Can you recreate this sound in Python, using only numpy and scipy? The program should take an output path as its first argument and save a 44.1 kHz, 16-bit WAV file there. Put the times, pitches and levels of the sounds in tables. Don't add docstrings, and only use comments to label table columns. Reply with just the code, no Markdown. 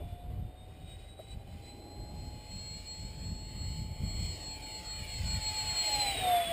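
import sys
import numpy as np
from scipy import signal
from scipy.fft import rfft, irfft, next_fast_len
from scipy.io import wavfile
from scipy.ndimage import uniform_filter1d, map_coordinates

SR = 44100
rng = np.random.default_rng(int(sys.argv[2]) if len(sys.argv) > 2 else 0)


def convert_level_to_amplitude(level_db):
    exponent = np.asarray(level_db, float) / 20
    return 10 ** exponent


def put_to_file(sound):
    columns = np.atleast_2d(sound).T
    safe = np.clip(columns, -1, 1)
    whole_steps = np.round(safe * 32767)
    wavfile.write(sys.argv[1], SR, whole_steps.astype(np.int16))


N = 287532
TIME = np.arange(N) / SR
BLADES = 5


def curves(table):
    s, *columns = np.transpose(table)
    return [np.interp(TIME, s, column) for column in columns]


def bell(s, half):
    out = np.zeros(N)
    near = slice(*np.searchsorted(TIME, [s - 4 * half, s + 4 * half]))
    out[near] = np.exp(-((TIME[near] - s) / half) ** 2)
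    return out


def walk(rate):
    k = int(SR / rate)
    held = np.repeat(rng.standard_normal(N // 100)[:N // k + 1], k)[:N]
    return 1.35 * uniform_filter1d(uniform_filter1d(held, k), k)


def coloured(points, flicker_db, rate):
    size = next_fast_len(N)
    hz = np.arange(1, size // 2 + 2) * SR / size
    f, db = np.transpose(points)
    outside = np.maximum(np.maximum(f[0] / hz, hz / f[-1]), 1)
    colour_db = np.interp(np.log(hz), np.log(f), db) - 30 * np.log2(outside)
    spectrum = rfft(rng.standard_normal(size)) * convert_level_to_amplitude(colour_db)
    out = 0
    for centre in np.arange(np.log2(f[0]) - 1, np.log2(f[-1]) + 1, .5):
        share = np.clip(1 - 2 * abs(np.log2(hz) - centre), 0, 1)
        out = out + irfft(spectrum * share, size)[:N] * convert_level_to_amplitude(flicker_db * walk(rate))
    return out / np.std(out)


def band(x, lo_hz, hi_hz):
    return signal.sosfilt(signal.butter(2, [lo_hz, hi_hz], "bandpass", fs=SR, output="sos"), x)


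def traffic():
    # peak in seconds, drone level in dB, hum level in dB, half length in seconds
    passing = [
        (0, -60, -64, .06),
        (1.9, -56, -64.5, 0.28),
        (2.287, -66, -69, 0.17),
        (3.28, -65, -74, 0.27),
        (4.4, -60, -61.5, 0.41),
        (5.0, -74, -74, 0.34),
        (5.5, -65.5, -65, 0.22),
        (6.197, -55, -64, 0.24),
    ]
    drone = convert_level_to_amplitude(-67) + sum(convert_level_to_amplitude(db) * bell(s, half) for s, db, _, half in passing)
    hum = convert_level_to_amplitude(-64.5) + sum(convert_level_to_amplitude(db) * bell(s, half) for s, _, db, half in passing)
    low = coloured([(240, 3.5), (300, 4.0), (390, -1.0)], flicker_db=1.4, rate=10)
    high = coloured([(440, -4.5), (600, 0.0), (760, -0.5)], flicker_db=-1.3, rate=7.7)
    return drone * low + hum * high


def cricket():
    # peak in seconds, level in dB, pitch in Hz, half length in seconds
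    chirps = [
        (.04, -67, 3770, .015),
        (.105, -72, 3870, .018),
        (.212, -68, 3880, .018),
    ]
    strokes = 1 + np.cos(2 * np.pi * 110 * TIME)
    return sum(convert_level_to_amplitude(db) * bell(s, half) * np.sin(2 * np.pi * hz * TIME) * strokes for s, db, hz, half in chirps)


def field():
    # frequency in Hz, level in dB per Hz
    air_colour = [(150, -32), (220, -10.5), (330, -3), (640, -4.5), (850, -21), (1300, -18), (2200, -19.5),
                  (3500, -20), (5200, -27.5)]
    air = convert_level_to_amplitude(-62.5) * coloured(air_colour, flicker_db=0.0, rate=5.97)
    return air + traffic() + cricket()


def knocks():
    # start in seconds, peak level in dB, pitch in Hz, 60 dB decay time in seconds
    taps = [
        (.006, -42.5, 610, 0.059),
        (.016, -43, 416, 0.064),
        (1.1905, -35, 567, 0.018),
        (1.196, -38, 639, 0.082),
        (1.199, -43, 476, .04),
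        (1.2175, -51, 634, .025),
    ]
    out = np.zeros(N)
    for s, db, hz, t60 in taps:
        t = np.maximum(TIME - s, 0)
        ring = np.exp(-np.log(1000) * t / t60) * (1 - np.exp(-t / 0.001))
        out += convert_level_to_amplitude(db) * np.sin(2 * np.pi * hz * t) * ring
        out += convert_level_to_amplitude(db - 15) * np.sin(2 * np.pi * 2.23 * hz * t) * np.exp(-t / 0.0016)
    return out


def steady(x, span_s):
    return x / uniform_filter1d(x ** 2, int(span_s * SR)) ** 0.61


def rustle():
    # peak in seconds, level in dB, half length in seconds
    scrapes = [
        (0.35, -60.5, 0.11),
        (0.704, -65, 0.054),
        (3.253, -70, 0.028),
        (4.083, -69, .08),
    ]
    level = sum(convert_level_to_amplitude(db) * bell(s, half) for s, db, half in scrapes)
    return level * coloured([(280, 0), (550, -6), (1200, -15)], flicker_db=2.0, rate=26)


def wind():
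    # peak in seconds, peak level in dB, half length in seconds, upper edge level in dB
    gusts = [(0.018, -44, 0.058, -14), (.13, -41, 0.026, -24), (0.284, -47, 0.037, 1),
             (0.37, -41, 0.094, -7), (0.685, -52.5, 0.029, -20), (.84, -54.5, 0.029, -7),
             (0.97, -49, 0.013, -16), (1.092, -56, 0.089, -22), (1.35, -45.5, 0.048, -1.5),
             (1.525, -51, 0.057, 1.5), (2.013, -47, 0.042, -22), (2.158, -45.5, 0.056, 1),
             (2.29, -48, 0.1, 1.5), (2.554, -48, 0.037, 0), (2.664, -54.5, 0.12, -7),
             (3.04, -46.5, 0.082, -4.5), (3.29, -42.5, 0.12, 0), (3.657, -41.5, 0.12, -1.5),
             (3.838, -40, 0.051, -1.5), (3.914, -38, 0.019, -2.5), (4.045, -36.5, 0.048, 4.5),
             (4.218, -38, 0.12, -7), (4.587, -52, 0.079, -12), (4.984, -49.5, 0.13, -4.5),
             (5.238, -33.5, .06, -8.5), (5.369, -35, .03, -15), (5.484, -43, 0.045, -24),
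             (5.682, -49, .06, -25), (5.97, -50, 0.037, -15), (6.192, -48.5, 0.12, 3)]
    # frequency in Hz, level in dB per Hz
    wind_colour = [(45, 5), (60, 1), (90, 4.5), (125, -6), (170, -13)]
    calm_db, calm_edge_db = -52.5, -4
    gust = convert_level_to_amplitude(calm_db) + sum(convert_level_to_amplitude(db) * bell(s, half) for s, db, half, _ in gusts)
    sharp = convert_level_to_amplitude(calm_db + calm_edge_db)
    sharp = sharp + sum(convert_level_to_amplitude(db + edge_db) * bell(s, half) for s, db, half, edge_db in gusts)
    thud = convert_level_to_amplitude(-11) * uniform_filter1d(gust, int(0.36 * SR))
    slaps = convert_level_to_amplitude(1.5 * walk(30))
    low = steady(coloured(wind_colour, flicker_db=0.2, rate=7.7), 0.054)
    edge = coloured([(140, 0), (200, -3.5), (300, -18.5)], flicker_db=2.0, rate=14)
    deep = steady(coloured([(22, -6.5), (40, -7), (55, -9.5)], flicker_db=-0.5, rate=11.0), .09)
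    edge = convert_level_to_amplitude(-6.0) * sharp / gust * slaps * edge
    eddies = slaps * (low + edge) + thud / gust * deep
    suction = eddies ** 2 - uniform_filter1d(eddies ** 2, 2500)
    return gust * (eddies - 0.068 * suction) + rustle()


def shaft_rate():
    # time in seconds, shaft rate as heard in Hz
    heard_hz = [(0, 695.2), (.4, 724.1), (1.2, 775.9), (1.6, 805.1), (2, 829.6), (2.4, 845.2), (2.8, 856.3),
                (3.2, 862.1), (5.4, 861.9), (5.66, 858.8), (5.78, 853.8), (5.9, 844.8), (5.99, 830),
                (6.08, 805.6), (6.27, 727.5), (6.36, 699), (6.44, 684.5), (6.52, 675.2)]
    return uniform_filter1d(curves(heard_hz)[0], size=3000, mode="nearest")


def beam(tail_and_nose_db, facing):
    tail_db, nose_db = tail_and_nose_db
    return tail_db + (nose_db - tail_db) * facing


def bounce(x, hz, periods):
    lag = periods / (BLADES * hz) * SR
    return map_coordinates(x, [np.arange(N) - lag], order=3, mode="nearest")


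def shaft_tone(turn, hz, periods):
    # time in seconds, direct level in dB
    direct_db = [(0, -54), (.2, -55), (.5, -62), (1.45, -65), (2.1, -57), (2.4, -58), (2.75, -63),
                 (3.3, -66), (4, -61), (4.23, -68), (4.45, -61), (4.8, -57), (5.2, -56), (5.5, -51),
                 (6.05, -41), (6.25, -34), (6.35, -31), (6.44, -33), (6.52, -33)]
    # time in seconds, bounce strength from 0 to 1
    bounce_strength = [(0, 0.085), (4.5, 0.38), (5.8, 0.48), (6.15, 0.92), (6.52, 0.62)]
    gain = np.sqrt(2) * convert_level_to_amplitude(curves(direct_db)[0] + 0.38 * walk(16))
    reflected = bounce(gain * np.sin(turn + 2 * np.pi * .1), hz, periods)
    return gain * np.sin(turn) + curves(bounce_strength)[0] * reflected


def blade_whine(turn, hz, facing, whine_db, periods, strength):
    whine_beam = (-1.5, 6)
    # middle in seconds, depth from 0 to 1, half width in seconds
    fades = [(0.272, 0.9, 0.015), (0.389, 1, 0.025), (0.546, 0.95, 0.012), (0.675, 0.9, 0.012),
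             (0.794, 1, 0.0095), (0.974, 1, 0.0099), (1.067, 0.7, 0.011), (1.156, 0.74, 0.019),
             (1.266, 1, 0.0055), (1.372, 1, 0.027), (1.455, 1, 0.033), (1.555, 0.9, 0.015),
             (2.135, 0.6, 0.025), (2.31, 0.4, 0.01), (4.009, 0.56, 0.029)]
    flutter_db = 1.0 * walk(45) + .5 * walk(250)
    level_db = whine_db + beam(whine_beam, facing) + 3.0 + flutter_db
    blades = np.sqrt(2) * np.sin(BLADES * turn) * convert_level_to_amplitude(level_db)
    for s, depth, half in fades:
        blades = blades * (1 - depth * bell(s, half))
    banked = periods - 3 * np.tanh(np.maximum(TIME - 6.15, 0) / .11)
    return blades + strength * bounce(blades, hz, banked)


def duct_noise(hz, facing, hiss_db, periods, strength):
    # frequency in Hz, level in dB per Hz, as coloured by the camera case
    hiss_colour = [(950, -11.5), (1300, -15), (1800, -10.5), (2070, 0), (2220, -0.5), (2400, 3.5),
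                   (2600, -3.5), (3000, 2), (3500, -5.5), (3950, -3), (4300, -3.5), (4700, -5),
                   (5300, -2.5)]
    bright_beam = (-13, -6.5)
    side_beam = (-7, -9.5)
    abeam = bell(6.27, 0.44)
    air = coloured(hiss_colour, flicker_db=0.64, rate=12)
    bright_db = beam(bright_beam, facing) + 1.7 * walk(8)
    side_db = beam(side_beam, facing) + 2.5 * abeam + 2.5 * walk(10)
    hiss = air + (convert_level_to_amplitude(bright_db + 7.5) - 1) * band(air, 3630, 7400)
    hiss = hiss + (convert_level_to_amplitude(side_db + 11.0) - 1) * band(air, 920, 1870)
    roar = coloured([(230, -3), (500, 3.0), (750, 9.0), (1000, -9.5)], flicker_db=3.0, rate=10)
    noise = convert_level_to_amplitude(hiss_db + 2.0) * (hiss + convert_level_to_amplitude(-14.5 + 10.5 * abeam) * roar)
    turned = np.real(signal.hilbert(noise, next_fast_len(N))[:N] * np.exp(2j * np.pi * .12))
    grass = signal.lfilter(*signal.butter(1, 5000, fs=SR), bounce(turned, hz, periods))
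    return noise + (0.5 + 0.26 * strength) * grass


def jet():
    # time in seconds, hiss level in dB as the jet nears
    nearness = [(0, -69.5), (.5, -74.5), (1, -65.5), (1.8, -69), (2.38, -64), (2.55, -59.5), (3.2, -60.5),
                (4.1, -57.5), (4.7, -55), (5.2, -50.5), (5.5, -47), (5.75, -44.5), (6.02, -41), (6.27, -43),
                (6.52, -44.5)]
    # middle in seconds, hiss change in dB, whine change in dB, half width in seconds
    focusing = [(.11, 4.5, 0, 0.043), (.33, 3, -9, 0.033), (.6, -1.5, 7, 0.079), (.75, 2, -4, 0.027),
                (.91, 3.5, 8, 0.038), (1.02, 2, -5, 0.015), (1.15, -6, 2, 0.053), (1.32, 6, 7.5, 0.024),
                (1.42, -3, -5, 0.053), (1.52, 2, -6, .05), (1.59, 2.5, -17, 0.036), (1.68, 6.5, 5.5, 0.035),
                (1.77, 3.5, -3.5, .04), (2.2, 1.5, 1, 0.054), (2.48, -0.5, 3.5, 0.13),
                (2.85, -0.5, 5.5, 0.15), (3.1, -1, -1, 0.049), (3.42, -3.5, -3, 0.1), (3.62, 1, 9.5, 0.15),
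                (3.92, -5, -7.5, 0.096), (4.24, 4, 1.5, 0.058), (4.36, 1.5, 3.5, 0.072),
                (4.57, -0.5, -1.5, .04), (4.7, 1, -5, 0.057), (4.96, -1, -3.5, 0.062),
                (5.03, 1.5, -2, 0.061), (5.15, -1, -5, 0.088), (5.32, 0, -1.5, .06), (5.81, 0, 2.5, 0.046),
                (6.19, 0.5, -4.5, .11)]
    # time in seconds, bounce lag in blade periods, bounce strength from 0 to 1
    ground = [(0, 7.3, .2), (2.2, 8.15, .3), (2.437, 8.5, .6), (2.84, 7.5, .8), (2.98, 6.5, .12),
              (3.12, 5.5, .4), (3.27, 5, .5), (3.548, 4.5, .65), (4.27, 4, .5), (4.589, 5.47, .85),
              (5.054, 7.47, .88), (5.396, 9.48, .72), (5.65, 11.5, .3), (5.837, 13.5, .45),
              (6.15, 17.8, .6), (6.2, 17.8, .8), (6.34, 15.5, .55), (6.52, 12, .35)]
    hz = shaft_rate()
    tail_on_hz, nose_on_hz = 675, 862
    facing = np.clip((hz - tail_on_hz) / (nose_on_hz - tail_on_hz), 0, 1)
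    near_db = curves(nearness)[0]
    hiss_db = near_db + sum(db * bell(s, half) for s, db, _, half in focusing)
    whine_db = near_db + sum(db * bell(s, half) for s, _, db, half in focusing)
    turn = 2 * np.pi * np.cumsum(hz) / SR + 0.048 * walk(27)
    periods, strength = curves(ground)
    tones = shaft_tone(turn, hz, periods) + blade_whine(turn, hz, facing, whine_db, periods, strength)
    return tones + duct_noise(hz, facing, hiss_db, periods, strength)


def scene():
    return (field() + knocks() + wind() + jet())[None]


def top_cut(x):
    return signal.sosfilt(signal.butter(12, 16580, fs=SR, output="sos"), x)


def record(dry):
    smooth = signal.sosfilt(signal.butter(8, 5350, fs=SR, output="sos"), dry[0])
    slow = signal.resample_poly(smooth, 40, 147, window=("kaiser", 8.))
    held = signal.resample_poly(np.repeat(slow, 4), 147, 160)[:N]
    held = np.pad(held, (0, N - len(held)))
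    top = signal.ellip(12, .2, 90, 15300, fs=SR, output="sos")
    mix = signal.sosfilt(top, held)[None]
    return top_cut(mix)


dry = scene()
out = record(dry)
put_to_file(out)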